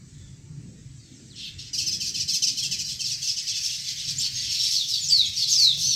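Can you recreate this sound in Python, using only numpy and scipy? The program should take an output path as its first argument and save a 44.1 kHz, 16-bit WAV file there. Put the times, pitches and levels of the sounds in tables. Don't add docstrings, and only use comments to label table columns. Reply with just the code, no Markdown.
import sys
import numpy as np
from scipy import signal
from scipy.fft import rfft, irfft, next_fast_len
from scipy.io import wavfile
from scipy.ndimage import uniform_filter1d, map_coordinates

SR = 44100
rng = np.random.default_rng(int(sys.argv[2]) if len(sys.argv) > 2 else 0)


def file_out(sig):
    cols = np.atleast_2d(sig).T
    lim = np.clip(cols, -1, 1)
    pcm = np.round(lim * 32767).astype(np.int16)
    wavfile.write(sys.argv[1], SR, pcm)


N = 262395

# (t/s, middle-band level/dB, starting f/Hz, low-band level/dB re middle, decay length/s)
CHATTER_NOTES = [(1.3603, -42, 3160, -3.5, 0.07), (1.398, -44.5, 3200, 6.5, 0.063),
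                 (1.4384, -46.5, 3250, 11.5, 0.058), (1.4794, -47.5, 3260, 2, 0.042),
                 (1.515, -65, 3080, 6, 0.042), (1.586, -40.5, 3080, -4.5, 0.053),
                 (1.62, -46.5, 3080, -2.5, 0.081), (1.6645, -41.5, 3110, -3, 0.039),
                 (1.736, -28, 2980, -18, 0.044), (1.784, -26.5, 3190, -11, 0.055),
                 (1.865, -24, 3085, -15, 0.046), (1.915, -26, 3130, -14.5, 0.058),
                 (2.0037, -27.5, 3100, -12.5, 0.066), (2.06, -29.5, 2990, -12, 0.057),
                 (2.144, -28.5, 3110, -11, 0.071), (2.2007, -24, 3020, -16.5, 0.039),
                 (2.2814, -23.5, 3110, -15, 0.057), (2.3363, -21.5, 3163, -15, 0.047),
                 (2.426, -22, 3067, -14, 0.041), (2.473, -23.5, 2990, -13.5, 0.039),
                 (2.5753, -26, 3120, -12, 0.047), (2.629, -24.5, 3304, -9.5, 0.05),
                 (2.714, -26, 3086, -9, 0.049), (2.791, -27, 3054, -13.5, 0.042),
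                 (2.847, -34, 2920, -23, 0.08), (2.888, -31.5, 3050, -8.5, 0.065),
                 (2.9944, -29.5, 3165, -10.5, 0.053), (3.043, -28, 3220, -11, 0.072),
                 (3.101, -28, 3050, -13, 0.051), (3.14, -30.5, 3010, -28, 0.034),
                 (3.22, -28, 3320, -13.5, 0.071), (3.272, -24.5, 3150, -11, .057),
                 (3.367, -26.5, 3130, -10.5, 0.051), (3.4697, -26.5, 3150, -11.5, 0.06),
                 (3.517, -40.5, 3270, 4.5, 0.085), (3.558, -25.5, 3240, -17, 0.038),
                 (3.633, -26, 3310, -11, 0.061), (3.694, -34.5, 3370, -2.5, 0.071),
                 (3.741, -35, 3370, -10, 0.085), (3.8414, -35.5, 3150, -3.5, 0.1),
                 (3.882, -27, 3370, -10, 0.017), (3.974, -35, 3100, -1.7, 0.076),
                 (4.035, -34, 3050, -7, 0.096), (4.077, -28, 3194, -11, 0.06),
                 (4.1925, -26.5, 3310, -8, 0.068), (4.244, -27.5, 3004, -6, 0.044),
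                 (4.347, -35.5, 3245, -2.5, 0.14), (4.418, -40.5, 3160, 4, 0.12),
                 (4.4946, -28.5, 3280, -8, 0.061), (4.549, -41, 3370, 9, .049),
                 (4.595, -27, 3280, -7, 0.08), (4.632, -30.5, 3480, -3.5, .1),
                 (4.708, -24, 3400, -10, .053), (4.745, -28, 3300, -11, 0.061),
                 (4.886, -28.5, 3450, -19, 0.05), (4.935, -27, 3380, -4, .038),
                 (5.098, -28, 3220, -5.5, 0.041), (5.147, -38, 3000, -17, .071),
                 (5.364, -29, 2960, -11, 0.061), (5.4044, -30, 3640, 0.5, 0.06),
                 (5.4773, -22.5, 3640, -11.5, 0.093), (5.524, -28, 3370, -5.5, 0.055),
                 (5.586, -25.5, 3350, -37, 0.07), (5.6294, -29, 3350, -28, 0.051),
                 (5.788, -27, 3350, -11, 0.1), (5.856, -33, 3430, -22, 0.041), (5.9166, -32, 3370, -5, 0.1)]
# (t/s, treble level/dB re middle before dulling, hoarseness clipped to 0-1, rise/s)
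VOICE_DRIFT = [(1.36, -32, 0.96, 0.0084), (1.44, -14, 0.68, .013), (1.58, -23.5, 0.97, 0.008),
               (1.68, -30, 0.87, 0.014), (1.73, -21.5, 0.37, 0.0025), (1.92, -25, 0.05, 0.0093),
               (2.03, -20.5, 0.63, 0.0053), (2.2, -23, 0.5, 0.0045), (2.28, -21.5, 0.52, .009),
               (2.42, -21, 0.66, 0.0015), (2.65, -23, 0.3, .005), (2.85, -20.5, 0.5, 0.0049),
               (3.15, -21, 0.59, 0.0082), (3.45, -31, 0.75, 0.012), (3.6, -19.5, 0.4, .008),
               (3.72, -24, 0.9, 0.013), (4.2, -22, 0.92, 0.013), (4.75, -18, 1.03, 0.011),
               (5.15, -12, 1.16, 0.011), (5.5, -21, 1, 0.0088), (5.63, -14.5, .9, 0.0091),
               (5.85, -16.5, 1.07, 0.012), (5.95, -14, 0.8, .01)]
FULL_S, DULLING_DB_PER_S = 0.044, 900
LEAD_S = 0.005


def chatter():
    track = np.zeros(N)
    for s, db, hz, low_db, length in CHATTER_NOTES:
        treble_db, hoarse, rise = curves(VOICE_DRIFT, s)
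        treble_db = treble_db - DULLING_DB_PER_S * max(FULL_S - length, 0)
        add(track, s - LEAD_S, amp(db) * note(low_db, treble_db, hz, rise, length, hoarse))
    return track


# (f/Hz, relative level/dB)
VOICE_COLOUR = [(710, -88), (1200, -27), (2380, -17), (2650, -15), (3020, -14), (3820, -7.5), (4210, -2),
                (4940, -1), (5320, -3.5), (6320, -4), (6810, -10), (8260, -14.5), (9600, -28), (12000, -30),
                (15600, -42)]
# (centre f/Hz, width f/Hz, peak gain level/dB)
THROAT_RESONANCE = (5430, 146, 6.3)


def note(low_db, treble_db, hz, rise, length, hoarse):
    t = np.arange(round(1.8 * length * SR) + 512) / SR
    hoarse = np.clip(hoarse, 0, 1)
    step = 1 / (1 + np.exp(-(t - 0.017) / 0.0021))
    cracked = 1 / (1 + np.exp(-(t - 0.012) / 0.0048))
    breaking = (1 - cracked) * hoarse ** 2.5 + cracked * (0.75 + 0.25 * hoarse)
    jitter = 1 + 0.0415 * breaking * wobble(498.6, size=len(t))
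    pitch = hz * (1 - 0.15 * step - 0.8 * t) * jitter

    turns = np.cumsum(pitch / 3) / SR
    k = np.arange(2, 15)[:, None]
    line_db = np.where((k == 3) | (k == 6), 0, -7) + 5.25 * rng.standard_normal(k.shape)
    lines = amp(line_db) * np.sin(2 * np.pi * (k * turns + rng.random(k.shape)))
    stack = unit(np.sum(lines, axis=0))
    rasp = patchy(len(t), patchy_db=3.5, size=256) * amp(0.57 * wobble(306, size=len(t)))

    edge = hz * (0.57 + 0.25 * hoarse)

    def low(f):
        return 1 / (1 + (f / 4000) ** 12)

    def treble(f):
        return 1 / (1 + (9300 / (f + 1)) ** 24)

    def middle(f):
        return 1 - low(f) - treble(f)

    def chest(f):
        return low(f) * bell(f, hz, 550, 8.6) / (1 + (edge / (f + 1)) ** 9)

    def colour(f):
        return amp(along(VOICE_COLOUR, f)) * bell(f, *THROAT_RESONANCE)

    bands = [(chest, low_db, breaking * hoarse ** 1.65),
             (middle, 0, breaking),
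             (treble, treble_db, breaking ** 0.47)]
    voice = np.zeros(len(t))
    for band, db, share in bands:
        source = np.sqrt(1 - share) * stack + np.sqrt(share) * rasp
        voice += amp(db) * unit(filtered(source, lambda f: band(f) * colour(f)))
    swell = 1 - np.exp(-t / max(rise, 0.001))
    return voice * swell * np.exp(-(t / length) ** 4.33)


# (t/s, length/s, start f/Hz, middle f/Hz, end f/Hz, nominal peak level/dB,
#                  place of the peak 0-1, hoarseness 0-1)
SHORT_WHISTLES = [(.17, 0.17, 3500, 3500, 3470, -60, 0.46, 0.42),
                  (0.175, 0.1, 1800, 1750, 1740, -72, .5, 0.2), (0.254, 0.36, 900, 880, 908, -73.5, 1, .3),
                  (0.988, 0.085, 4750, 4490, 4230, -56, .3, .65),
                  (1.048, 0.12, 3900, 3580, 4330, -61, .3, .8),
                  (1.14, .06, 6500, 5280, 4500, -54, .25, .35),
                  (1.266, 0.093, 6800, 4180, 2770, -48.5, .6, 0.38),
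                  (1.588, .02, 4940, 4200, 3614, -50, .2, 0.4),
                  (4.172, 0.055, 6337, 7660, 8770, -27.5, 0.32, 0.8),
                  (4.181, .045, 10800, 12100, 13300, -47, .7, .7),
                  (4.185, 0.022, 5620, 6300, 5900, -28, 0.5, 0.1),
                  (4.21, .05, 5800, 4900, 4900, -32, 0.6, .7),
                  (4.215, 0.072, 4480, 4445, 4470, -26, 0.5, 0.39),
                  (4.229, 0.053, 900, 940, 970, -62.5, 0.3, 0.4),
                  (4.343, 0.07, 6480, 4880, 4540, -32, 0.9, 0.66),
                  (4.353, .05, 6394, 6450, 6480, -27, 0.47, .3),
                  (4.486, 0.07, 5550, 5320, 5400, -31, 0.3, 0.7),
                  (4.499, 0.12, 4550, 4270, 3880, -28.5, 0.7, 0.58),
                  (4.59, 0.097, 5490, 5370, 5280, -25, 0.2, 0.3),
                  (4.703, 0.077, 5500, 5260, 5470, -25, 0.5, 0.57),
                  (4.74, .11, 4940, 4016, 3345, -23, 0.24, 0.67),
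                  (4.875, .11, 6280, 4820, 4450, -25, 0.85, 0.36),
                  (4.89, 0.097, 4440, 3895, 3350, -27.5, 0.63, 0.53),
                  (5.072, 0.058, 6300, 7540, 8730, -30.5, 0.3, 0.87),
                  (5.137, 0.043, 5000, 5120, 5070, -25, .6, 0.5),
                  (5.248, 0.028, 6400, 6620, 6600, -30, 0.6, 0.26),
                  (5.352, 0.08, 6300, 5330, 5210, -28, 0.56, 0.6),
                  (5.366, 0.11, 4840, 4320, 4120, -23, 0.52, 0.68),
                  (5.81, 0.15, 3920, 4450, 4096, -25.5, 0.7, 0.48),
                  (5.83, 0.048, 5910, 6040, 6300, -26.5, 0.36, .4),
                  (5.864, 0.087, 6500, 5900, 5300, -20, 0.37, .5),
                  (5.889, .06, 4300, 3860, 3500, -28.5, 0.54, 0.7)]
# (t/s, f/Hz, nominal level/dB, hoarseness 0-1)
LONG_WHISTLES = [
    [(5.01, 7150, -31, 0.07), (5.038, 6792, -28.5, 0.31), (5.104, 4830, -23.5, 0.4),
     (5.124, 4714, -16, 0.22), (5.215, 3777, -16.5, 0.39), (5.235, 3560, -27.5, 0.4),
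     (5.265, 3245, -25.5, .3)],
    [(5.49, 6870, -49, 0.16), (5.518, 6508, -19.5, 0.24), (5.546, 5830, -24, 0.33), (5.59, 4670, -16, 0.17),
     (5.67, 3930, -16, 0.23), (5.715, 3540, -21, 0.37), (5.74, 3440, -28.5, 0.5)],
]


def whistles():
    track = np.zeros(N)
    for rows in LONG_WHISTLES + [glide(*row) for row in SHORT_WHISTLES]:
        t = np.arange(rows[0][0], rows[-1][0], 1 / SR)
        hz, db, hoarse = curves(rows, t)
        hoarse = np.clip(hoarse, 0, 1)
        hz = uniform_filter1d(hz, size=400, mode="nearest")
        hz = hz * (1 + 0.0216 * hoarse * wobble(115.1, size=len(t)))
        edges = np.clip(np.minimum(t - t[0], t[-1] - t) / 0.0017, 0, 1)
        flutter = np.sqrt(1 - hoarse ** 2) + 1.46 * hoarse * wobble(540.1, size=len(t))
        phase = 2 * np.pi * np.cumsum(hz) / SR
        tone = np.sin(phase) + amp(-36) * np.sin(2 * phase)
        level = amp(db + 1.33 * wobble(98.0, size=len(t)))
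        add(track, t[0], level * edges * flutter * tone)
    return track


BELOW_PEAK_DB = 8.5


def glide(s, length, start_hz, middle_hz, end_hz, db, place, hoarse):
    u = np.linspace(0, 1, num=9)
    bend = np.polyfit([0, 0.5, 1], [start_hz, middle_hz, end_hz], deg=2)
    hz = np.polyval(bend, u)
    place = np.clip(place, 0, 1)
    level_db = db - BELOW_PEAK_DB * np.abs(u - place) / max(place, 1 - place)
    return np.transpose([s + length * u, hz, level_db, hoarse + 0 * u])


# (t/s, chit level/dB, low wash level/dB)
FLOCK_LEVELS = [(1.36, -52, -65), (1.61, -64, -64), (1.72, -53, -58), (1.78, -28.5, -61), (1.91, -49, -61),
                (2.45, -34, -65.5), (3.0, -40, -62), (3.63, -30.5, -56), (4.02, -34.5, -55),
                (4.3, -36, -56.5), (4.55, -27.5, -55), (4.75, -32, -65), (5.1, -31, -67),
                (5.33, -32.5, -63), (5.45, -35, -71), (5.75, -31, -65), (5.95, -30, -76)]
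WASH_COLOUR = [(700, -33), (1200, -21), (1700, -5.5), (2300, -0.5), (3200, -55)]  # (f/Hz, relative level/dB)


def flock():
    track, t = np.zeros(N), np.arange(N) / SR
    first_s, spacing_s = FLOCK_LEVELS[0][0], 0.042
    for i, (late, size, pitch, long) in enumerate(rng.random((110, 4))):
        chit = note(-11, -18.5, 2200 + 1200 * pitch, 0.015, 0.026 + 0.027 * long, 0.826)
        add(track, first_s + (i + late) * spacing_s, amp(1.9 * size) * chit)
    power = np.abs(uniform_filter1d(track ** 2, size=SR // 4))
    even = track / np.sqrt(power + 1e-9)
    chits_db, wash_db = curves(FLOCK_LEVELS, t)
    wash = rush(WASH_COLOUR, patchy_db=4, size=256)
    return (amp(chits_db) * even + amp(wash_db) * wash) * (t > first_s)


# (f/Hz, 60 dB decay time t/s)
ECHO_DECAY = [(1500, 0.81), (5000, 0.34), (12000, 0.37)]


def bank(x):
    out, step = np.zeros(N), SR // 6
    fade = np.sqrt(np.hanning(2 * step))
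    padded = np.pad(x, (0, 2 * step))
    for start in range(0, N, step):
        hz, t, z = signal.stft(rng.standard_normal(SR // 3), SR, nperseg=256)
        decay = amp(-60 * t / along(ECHO_DECAY, hz)[:, None])
        tail = signal.istft(z * decay, SR, nperseg=256)[1]
        block = fade * padded[start:start + 2 * step]
        add(out, start / SR + 0.004, signal.fftconvolve(block, tail / np.linalg.norm(tail)))
    return out


# (t/s, thud level/dB, flutter level/dB before its random waver)
WIND_LEVELS = [(0.0, -44.5, -60.5), (.9, -45, -56), (1.25, -51.5, -56), (1.45, -46, -59.5), (2.0, -48, -54),
               (2.6, -51, -65), (2.75, -47, -54), (2.95, -49, -63), (3.75, -54, -68.5), (4.1, -46, -61),
               (4.95, -53, -67.5), (5.15, -46.5, -68), (5.95, -45.5, -64)]
# (f/Hz, relative level/dB)
GUST_COLOUR = [(12, -60), (20, -24), (43, -5.5), (81, -0.5), (135, 7), (195, -5.5), (231, -13), (270, -12),
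               (312, -18), (600, -39), (780, -48), (1320, -120)]


def wind():
    thud_db, flutter_db = curves(WIND_LEVELS, np.arange(N) / SR)
    gust = rush(GUST_COLOUR, patchy_db=3, size=2048)
    thud = filtered(gust, lambda f: 1 / (1 + (f / 220) ** 8))
    flutter_level = amp(flutter_db + 2.4 * wobble(6.4, size=N))
    return amp(thud_db) * unit(thud) + flutter_level * unit(gust - thud)


# (f/Hz, relative level/dB)
HILLSIDE_COLOUR = [(240, -12), (400, -10.5), (596, -14.5), (860, -15.5), (929, -17), (1520, -13),
                   (1770, -11), (2760, -15.5), (3410, -15), (3920, -11.5), (7930, -6.5), (9380, -29.5),
                   (15600, -39)]
# (t/s, level/dB)
INSECT_LEVELS = [(0.0, -59), (.2, -55.5), (.45, -59.5), (1.3, -54.5)]
LEAVES_DB, LEAVES_WAVER_DB = -71, 1.5
LEAVES_FOLLOW = 0.2


def hillside():
    t = np.arange(N) / SR
    flutter_db = curves(WIND_LEVELS, t)[1]
    hiss = rush(HILLSIDE_COLOUR, patchy_db=3.0, size=1024)
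    leaves = filtered(hiss, lambda f: 1 / (1 + (f / 1700) ** 8))
    follow_db = LEAVES_FOLLOW * (flutter_db - flutter_db.mean())
    leaves_db = LEAVES_DB + follow_db + LEAVES_WAVER_DB * wobble(1.25, size=N)
    return amp(leaves_db) * unit(leaves) + amp(curves(INSECT_LEVELS, t)[0]) * unit(hiss - leaves)


# (t/s, level/dB that scales its two parts)
HOUSING_TICK = [(5.778, -39.5)]


def tick():
    track = np.zeros(N)
    t = np.arange(SR // 50) / SR
    for s, db in HOUSING_TICK:
        mode = np.sin(2 * np.pi * 500 * t + 0.55) * np.exp(-t / 0.001)
        bright = np.diff(rng.standard_normal(len(t) + 2), n=2) * np.exp(-t / 0.0008)
        add(track, s, amp(db) * mode)
        add(track, s, amp(db + 5) * bright)
    return track


def rush(spectrum, patchy_db, size):
    return unit(filtered(patchy(N, patchy_db, size), lambda hz: amp(along(spectrum, hz))))


def patchy(length, patchy_db, size):
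    z = signal.stft(rng.standard_normal(length + size), nperseg=size)[2]
    field = uniform_filter1d(rng.standard_normal(z.shape), size=3, axis=0)
    field = uniform_filter1d(field, size=6, axis=1)
    return unit(signal.istft(z * amp(patchy_db * unit(field)), nperseg=size)[1][:length])


def bell(hz, centre_hz, width_hz, db):
    return amp(db / (1 + ((hz - centre_hz) / width_hz) ** 2))


def wobble(rate, size):
    knots = rng.standard_normal(int(size * rate / SR) + 4)
    return map_coordinates(knots, [np.arange(size) * rate / SR])


def filtered(x, response):
    m = next_fast_len(len(x) + 2048)
    return irfft(rfft(x, m) * response(np.fft.rfftfreq(m, 1 / SR)), m)[:len(x)]


def amp(db):
    return 10 ** (np.asarray(db) / 20)


def unit(x):
    return x / np.sqrt(np.mean(x ** 2) + 1e-20)


def along(points, hz):
    f, v = np.transpose(points)
    return np.interp(np.log(hz + 1), np.log(f + 1), v)


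def curves(rows, t):
    s, *cols = np.transpose(rows)
    return [np.interp(t, s, c) for c in cols]


def add(track, s, sound):
    part = track[round(s * SR):][:len(sound)]
    part += sound[:len(part)]


def scene():
    near, song, far = chatter(), whistles(), flock()
    echo = bank(amp(-7) * near + amp(-4) * song + amp(-4.5) * far)
    return (near + song + amp(-5.5) * far + echo + wind() + hillside() + tick())[None]


# (centre f/Hz, width f/Hz, gain level/dB)
TREBLE_NOTCH = (9610, 620, -6)
TOP_HZ = 15830


def record(dry):
    centre_hz, width_hz, db = TREBLE_NOTCH

    def response(hz):
        notch = amp(db / (1 + ((hz - centre_hz) / width_hz) ** 6))
        return notch * (hz < TOP_HZ)

    return filtered(dry[0], response)[None]


dry = scene()
out = record(dry)
file_out(out)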